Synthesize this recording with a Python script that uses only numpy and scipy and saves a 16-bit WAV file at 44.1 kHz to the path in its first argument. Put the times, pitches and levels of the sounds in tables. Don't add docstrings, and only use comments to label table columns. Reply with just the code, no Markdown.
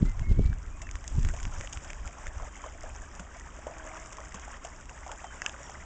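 import sys
import numpy as np
from scipy import signal
from scipy.fft import rfft, irfft, next_fast_len
from scipy.io import wavfile
from scipy.ndimage import map_coordinates

SR = 44100
rng = np.random.default_rng(int(sys.argv[2]) if len(sys.argv) > 2 else 0)


def int16_out(signal):
    q = np.round(np.clip(np.atleast_2d(signal).T, -1, 1) * 32767)
    wavfile.write(sys.argv[1], SR, q.astype(np.int16))


N = 257984
TIME = np.arange(N) / SR


def amp(db):
    return 10 ** (np.asarray(db) / 20)


def unit(x):
    return x / np.sqrt(np.mean(x ** 2) + 1e-20)


def curves(rows):
    times, *columns = np.transpose(rows)
    return [np.interp(TIME, times, column) for column in columns]


def wobble(rate):
    return map_coordinates(rng.standard_normal(int(N * rate / SR) + 4), [TIME * rate])


def coloured(x, points):
    size = 2 * next_fast_len(N // 2 + 8192)
    hz, db = np.transpose(points)
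    gain = amp(np.interp(np.log(np.fft.rfftfreq(size, 1 / SR) + 1), np.log(hz), db))
    cepstrum = irfft(np.log(gain), size)
    cepstrum[1:size // 2] *= 2
    cepstrum[size // 2 + 1:] = 0
    return irfft(rfft(x, size) * np.exp(rfft(cepstrum)), size)[:N]


def noise(points):
    return unit(coloured(rng.standard_normal(N), points))


def add(track, start, sound):
    part = track[max(round(start * SR), 0):][:len(sound)]
    part += sound[:len(part)]


def swell(peak, rise, fall):
    distance = np.maximum((peak - TIME) / rise, (TIME - peak) / fall)
    return np.exp(.5 - np.hypot(.5, distance))


def ring(t, hz, cycles, rise, onset):
    age = t * hz
    glide = 1 + rise * (1 - np.exp(-age / cycles / 2))
    return np.sin(2 * np.pi * age * glide) * np.exp(-age / cycles) * (1 - np.exp(-age / onset))


def bubbles(per_s, hz, octaves, cycles, spread_db, samples):
    when, pitch, rank = rng.random((int(per_s * N / SR), 3)).T
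    pitch_hz = np.minimum(hz * 2 ** (octaves * (2 * pitch - 1)), SR / 3)[:, None]
    gain = amp(-spread_db * np.log(np.maximum(rank, .01)))[:, None]
    rings = gain * ring(np.arange(samples) / SR, pitch_hz, cycles, rise=0.1, onset=1.0)
    at = (when * N).astype(int)[:, None] + np.arange(samples)
    return unit(np.bincount(at.ravel(), rings.ravel(), N)[:N])


def tone(note, arch, waver, flutter_db):
    start, length, first_hz, last_hz, db = note
    progress = np.clip((TIME - start) / length, 0, 1)
    effort = 4 * progress * (1 - progress)
    hz = (first_hz + (last_hz - first_hz) * progress) * (1 + arch * effort + waver * wobble(140))
    envelope = np.sqrt(2 * effort) * amp(db + flutter_db * wobble(45))
    return envelope * np.sin(2 * np.pi * np.cumsum(hz) / SR)


# frequency in Hz, relative level in dB.
RIVER_SPECTRUM = [(100, -12), (250, 12.5), (450, -4.5), (700, -3.5), (1400, 0), (2200, -16), (4000, -13),
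                  (8000, -24.5)]
RUMBLE_SPECTRUM = [(15, -15), (35, -1.5), (52, -2.5), (72, -0.5), (90, -22), (120, -14), (200, -21),
                   (400, -22.5), (1000, -50.5)]


def background():
    river = amp(-61 + .7 * wobble(7.6)) * noise(RIVER_SPECTRUM)
    rumble = amp(-47 + .46 * wobble(3.91)) * noise(RUMBLE_SPECTRUM)
    return river + rumble


# time in seconds, relative slosh and spray levels in dB.
STIRRING = [(0.0, -53, -61.5), (0.33, -54.5, -65.5), (0.72, -56, -63.5), (1.14, -52.5, -55.5),
            (1.34, -52, -56.5), (1.76, -49.5, -54.5), (2.07, -50, -58), (3.08, -52, -58.5),
            (3.8, -48.5, -58.5), (4.09, -48.5, -55.5), (4.5, -49.5, -58.5), (4.76, -53, -59),
            (5.38, -48, -54.5), (5.85, -51, -57.5)]
# frequency in Hz, relative level in dB.
SLOSH_SPECTRUM = [(150, -20), (400, -2.5), (650, -5.5), (1100, 3.5), (1800, -2.5), (2800, -10),
                  (5000, -18.5), (9000, -37)]
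SPRAY_SPECTRUM = [(1000, -12), (2500, 1), (5000, -2.5), (7000, 0), (9000, -5.5)]


def wading():
    slosh_db, spray_db = curves(STIRRING)
    spurt = wobble(30)
    churn = bubbles(per_s=1100, hz=1250, octaves=1.3, cycles=4.5, spread_db=3.6, samples=900)
    churn = unit(coloured(churn, [(300, -8.5), (700, -4.5), (1800, 1.0), (3000, -6.5)]))
    slosh = unit(churn + 0.62 * noise(SLOSH_SPECTRUM))
    droplets = bubbles(per_s=1200, hz=6300, octaves=.45, cycles=4, spread_db=4.6, samples=160)
    spray = unit(droplets + 1.25 * noise(SPRAY_SPECTRUM))
    return amp(slosh_db + 1 + 1.94 * spurt) * slosh + amp(spray_db + 1 + 1.8 * spurt) * spray


def eddy(peak, hz):
    phase = np.clip(np.pi * hz * (TIME - peak), -10, 10)
    return (2 * phase ** 2 - 1) * np.exp(-phase ** 2)


# time in seconds, level in dB.
BREEZE_LEVELS = [(0, -36), (.5, -32.5), (.85, -38.5), (1.5, -38), (2.15, -47), (2.6, -54.5), (2.9, -39),
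                 (3.4, -51)]
# peak time and decay time in seconds,
# buffet level in dB, relative thump level in dB, eddy pitch in Hz.
GUST_PEAKS = [(0.029, 0.043, -16, -13.5, 152), (.22, 0.054, -26.5, -23, 84),
              (0.314, 0.035, -17.5, -17.5, 76), (.394, .022, -13, -22.5, 100),
              (0.46, 0.037, -21.5, -18.5, 66), (.5, 0.078, -25, -19, 74), (0.955, .03, -49.5, -29, 44),
              (1.184, 0.042, -20.5, -17.5, 106), (1.255, 0.066, -22.5, -18, 66),
              (1.47, 0.054, -29, -34.5, 131), (1.6, 0.037, -28.5, -30.5, 69),
              (1.775, 0.017, -33.5, -29, 49), (2.048, 0.028, -30.5, -73, 54.4),
              (2.286, 0.049, -39.5, -33, 54.7), (2.373, 0.037, -45, -30.5, 57.6),
              (2.429, 0.038, -36, -37, 64)]
# frequency in Hz, relative level in dB.
BUFFET_SPECTRUM = [(8, -24), (25, 8.5), (55, 1.5), (100, -8), (160, -23.5), (300, -46.5), (700, -90)]
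FLUTTER_SPECTRUM = [(60, -20), (140, 2), (250, -2.5), (400, -13), (800, -41), (2000, -61.5)]


def wind():
    breeze_db, = curves(BREEZE_LEVELS)
    strength, thumps = amp(breeze_db), np.zeros(N)
    for peak, decay, buffet_db, thump_db, hz in GUST_PEAKS:
        gust = amp(buffet_db) * swell(peak, rise=0.95 * decay, fall=decay)
        strength = np.maximum(strength, gust)
        shed_eddy = amp(12 + 2.63 * buffet_db) * eddy(peak, hz=361)
        thumps += amp(thump_db) * eddy(peak, hz) + shed_eddy
    buffet = strength * noise(BUFFET_SPECTRUM)
    flutter = amp(-6.5) * strength ** 1.564 * noise(FLUTTER_SPECTRUM)
    return buffet + flutter + amp(4) * thumps


# start and length in seconds, glide start and end in Hz, relative level in dB.
WHINE_NOTES = [(.05, 0.092, 1980, 1990, -54), (.222, 0.11, 2110, 2040, -49.5), (.3, 0.27, 2070, 2290, -59),
               (0.698, .09, 2290, 2430, -63), (.82, .07, 2590, 2540, -58)]


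def whine():
    return sum(tone(note, arch=.048, waver=.005, flutter_db=2) for note in WHINE_NOTES)


def stray_drops(per_s=6, hz=1700, scatter_db=3):
    _, spray_db = curves(STIRRING)
    rows = []
    for when, ringing, pitch, crack in rng.uniform(-1, 1, (int(per_s * N / SR), 4)):
        at = int(abs(when) * N)
        ring_db = spray_db[at] + 25 + scatter_db * ringing
        crack_db = spray_db[at] + 30 + scatter_db * crack
        rows.append((at / SR, ring_db, hz * 2 ** (pitch / 2), crack_db))
    return rows


# time in seconds, relative ring level in dB, pitch in Hz, crack level in dB.
LOUD_DROPS = [(0.1939, -22, 1700, -26), (0.5285, -27.5, 1575, -41), (.8687, -28.5, 1750, -44),
              (.8902, -26, 2190, -36.5), (0.9118, -29, 1640, -18.5), (0.9544, -19, 1630, -22.5),
              (1.0777, -29, 2370, -14), (1.2485, -18.5, 1830, -21.5), (1.2875, -18.5, 1680, -21),
              (1.4, -29, 1470, -23.5), (1.4298, -25.5, 2020, -20.5), (1.452, -16, 2040, -22),
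              (1.6097, -15.5, 1870, -20.5), (1.6731, -22.5, 2880, -31.5), (1.731, -26, 2180, -16),
              (1.7726, -19.5, 2540, -26), (1.9027, -23.5, 2330, -33), (1.9315, -20.5, 1970, -26),
              (2.0754, -24.5, 2200, -24), (2.2617, -28.5, 1400, -44), (2.2678, -22, 1960, -31),
              (4.1296, -35, 1880, -25), (5.116, -23, 2520, -30)]


def drops():
    out, t = np.zeros(N), np.arange(SR // 50) / SR
    for start, ring_db, hz, crack_db in list(LOUD_DROPS) + stray_drops():
        soft = np.clip((ring_db - crack_db - 6) / 8, 0, 1)
        bubble = amp(-4 * soft) * ring(t, hz, cycles=0.5 + 3 * soft, rise=0.045, onset=0.1)
        mist = .11 * rng.standard_normal(len(t)) * np.exp(-t / .0033)
        crack = ring(t, hz=6000, cycles=.9, rise=.02, onset=.4) + mist
        add(out, start + .0008, amp(ring_db) * bubble - amp(crack_db) * crack)
    return out


# start in seconds, plop level in dB, pocket pitch in Hz, spray level in dB.
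PAW_STEPS = [(0.8173, -32.5, 2170, -37), (1.337, -28, 656, -39), (1.7265, -49, 1500, -34.5),
             (1.845, -32.5, 1500, -43), (2.277, -30.5, 1710, -44), (2.399, -29.5, 1020, -57),
             (2.426, -33, 712, -59), (2.64, -25, 1015, -56), (2.662, -31.5, 614, -44.5),
             (2.838, -29, 630, -53), (2.858, -37.5, 714, -60), (3.195, -29.5, 1400, -38),
             (3.668, -23, 593, -45), (3.588, -33.5, 616, -48.5), (3.71, -31, 680, -58),
             (3.85, -32, 600, -55), (3.967, -31, 1170, -45), (4.184, -27, 1055, -52),
             (4.343, -29, 1050, -36.5), (4.479, -31, 804, -51), (4.648, -27.5, 657, -36),
             (4.894, -31, 1530, -44.5), (5.064, -26.5, 734, -46), (5.092, -29.5, 930, -50),
             (5.115, -31.5, 1560, -38.5), (5.242, -25.5, 836, -42), (5.542, -29, 1440, -56),
             (5.695, -30.5, 760, -58)]


def plops():
    out, t = np.zeros(N), np.arange(SR // 12) / SR
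    for start, db, hz, _ in PAW_STEPS:
        add(out, start, amp(db) * ring(t, hz, cycles=3.0, rise=0.03, onset=0.66))
    return out


def splashes():
    fizz, mist, t = np.zeros(N), np.zeros(N), np.arange(SR // 5) / SR
    shower = np.exp(-t / 0.0066) * (1 - np.exp(-t / 0.00023))
    for start, plop_db, _, spray_db in PAW_STEPS:
        add(fizz, start, amp(plop_db - 16) * shower)
        add(mist, start, amp(spray_db) * shower)
    cloud = bubbles(per_s=2500, hz=1630, octaves=1.0, cycles=5.6, spread_db=6.5, samples=400)
    return fizz * cloud + mist * noise(SPRAY_SPECTRUM)


# frequency in Hz, relative gain in dB.
GURGLE_FILTER = [(200, -20.5), (450, -4.5), (650, 2.5), (1100, 2), (1800, -4.5), (3000, -24), (6000, -41)]


def gurgles(lag_s=.007):
    flow = sum(amp(db - 18) * swell(start + lag_s, rise=.005, fall=.02) for start, db, _, _ in PAW_STEPS)
    cloud = bubbles(per_s=600, hz=900, octaves=1.1, cycles=4, spread_db=2, samples=700)
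    return flow * unit(coloured(cloud, GURGLE_FILTER))


# start and length in seconds, glide start and end in Hz, relative level in dB.
BIRD_NOTES = [(2.47, .27, 3150, 3070, -65), (5.226, .11, 3190, 3070, -59.5),
              (5.625, 0.064, 5740, 5500, -57)]


def bird():
    return sum(tone(note, arch=-.005, waver=0.004, flutter_db=2) for note in BIRD_NOTES)


# start in seconds, level in dB, pitch in Hz.
PAW_THUDS = [(3.196, -34, 179), (3.668, -29, 520), (4.345, -36.5, 187)]


def thuds():
    out, t = np.zeros(N), np.arange(SR // 12) / SR
    for start, db, hz in PAW_THUDS:
        add(out, start, amp(db) * ring(t, hz, cycles=2.45, rise=0.023, onset=0.24))
    return out


# start and length in seconds, glide start and end in Hz, relative level in dB.
HOOT_NOTES = [(3.66, 0.41, 321, 319.7, -54.5), (4.0, .33, 321, 315.6, -60.5)]


def hoot():
    out = np.zeros(N)
    for note in HOOT_NOTES:
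        start, length, first_hz, last_hz, db = note
        octave = (start, length, 2 * first_hz, 2 * last_hz, db)
        out += amp(-4.5) * tone(note, arch=0, waver=0.006, flutter_db=2)
        out += amp(2) * tone(octave, arch=0, waver=0.0088, flutter_db=-1)
    return out


# start in seconds, relative level in dB, contact pitch in Hz.
PEBBLE_KNOCKS = [(5.419, -19, 1860), (5.4626, -13, 2840), (5.4951, -26.5, 3270)]
# frequency in Hz, relative level in dB, time to fall 60 dB in seconds.
PEBBLE_MODES = [(1680, -12, 0.028), (2680, -11.5, 0.018), (5170, -8, 0.0054), (6170, -7.5, 0.0036)]


def clacks():
    out, t = np.zeros(N), np.arange(SR // 25) / SR
    stone = sum(amp(db - 60 * t / t60) * np.sin(2 * np.pi * hz * t) for hz, db, t60 in PEBBLE_MODES)
    for start, db, hz in PEBBLE_KNOCKS:
        contact = amp(6.5) * ring(t, hz, cycles=1.5, rise=.02, onset=0.83)
        add(out, start, amp(db) * (contact + stone))
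    return out


def banks(x, t60):
    t = np.arange(SR // 2) / SR
    tail = rng.standard_normal(len(t)) * amp(-60 * t / t60) * (1 - np.exp(-t / 0.0046))
    return signal.fftconvolve(x, tail / np.linalg.norm(tail))[:N]


def scene():
    direct = wading() + drops() + clacks() + plops() + thuds() + gurgles() + splashes()
    direct += whine() + bird() + hoot()
    return (direct + amp(-28.5) * banks(direct, t60=0.2) + background() + wind())[None]


# frequency in Hz, relative level in dB.
MICROPHONE_RESPONSE = [(2600, -2), (3300, -2.5), (3800, -6.5), (4200, -22), (4600, -8), (5300, -2.5),
                       (7200, 5.5), (7900, 0), (8600, -10), (9200, -38)]
CRACKLE_SPECTRUM = [(600, -9), (2500, -3.5), (4200, -7), (7500, -9), (8800, -29.5)]
BAND_LIMIT_HZ = 9200


def record(dry):
    low_pressure = np.abs(coloured(dry[0], [(150, 6), (500, -38.5)]))
    crackle = amp(-45) * low_pressure * unit(noise(CRACKLE_SPECTRUM) * amp(4.5 * wobble(500)))
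    spectrum = rfft(coloured(dry[0], MICROPHONE_RESPONSE) + crackle, 2 * N)
    passband = np.fft.rfftfreq(2 * N, 1 / SR) < BAND_LIMIT_HZ
    return irfft(spectrum * passband)[None, :N]


dry = scene()
out = record(dry)
int16_out(out)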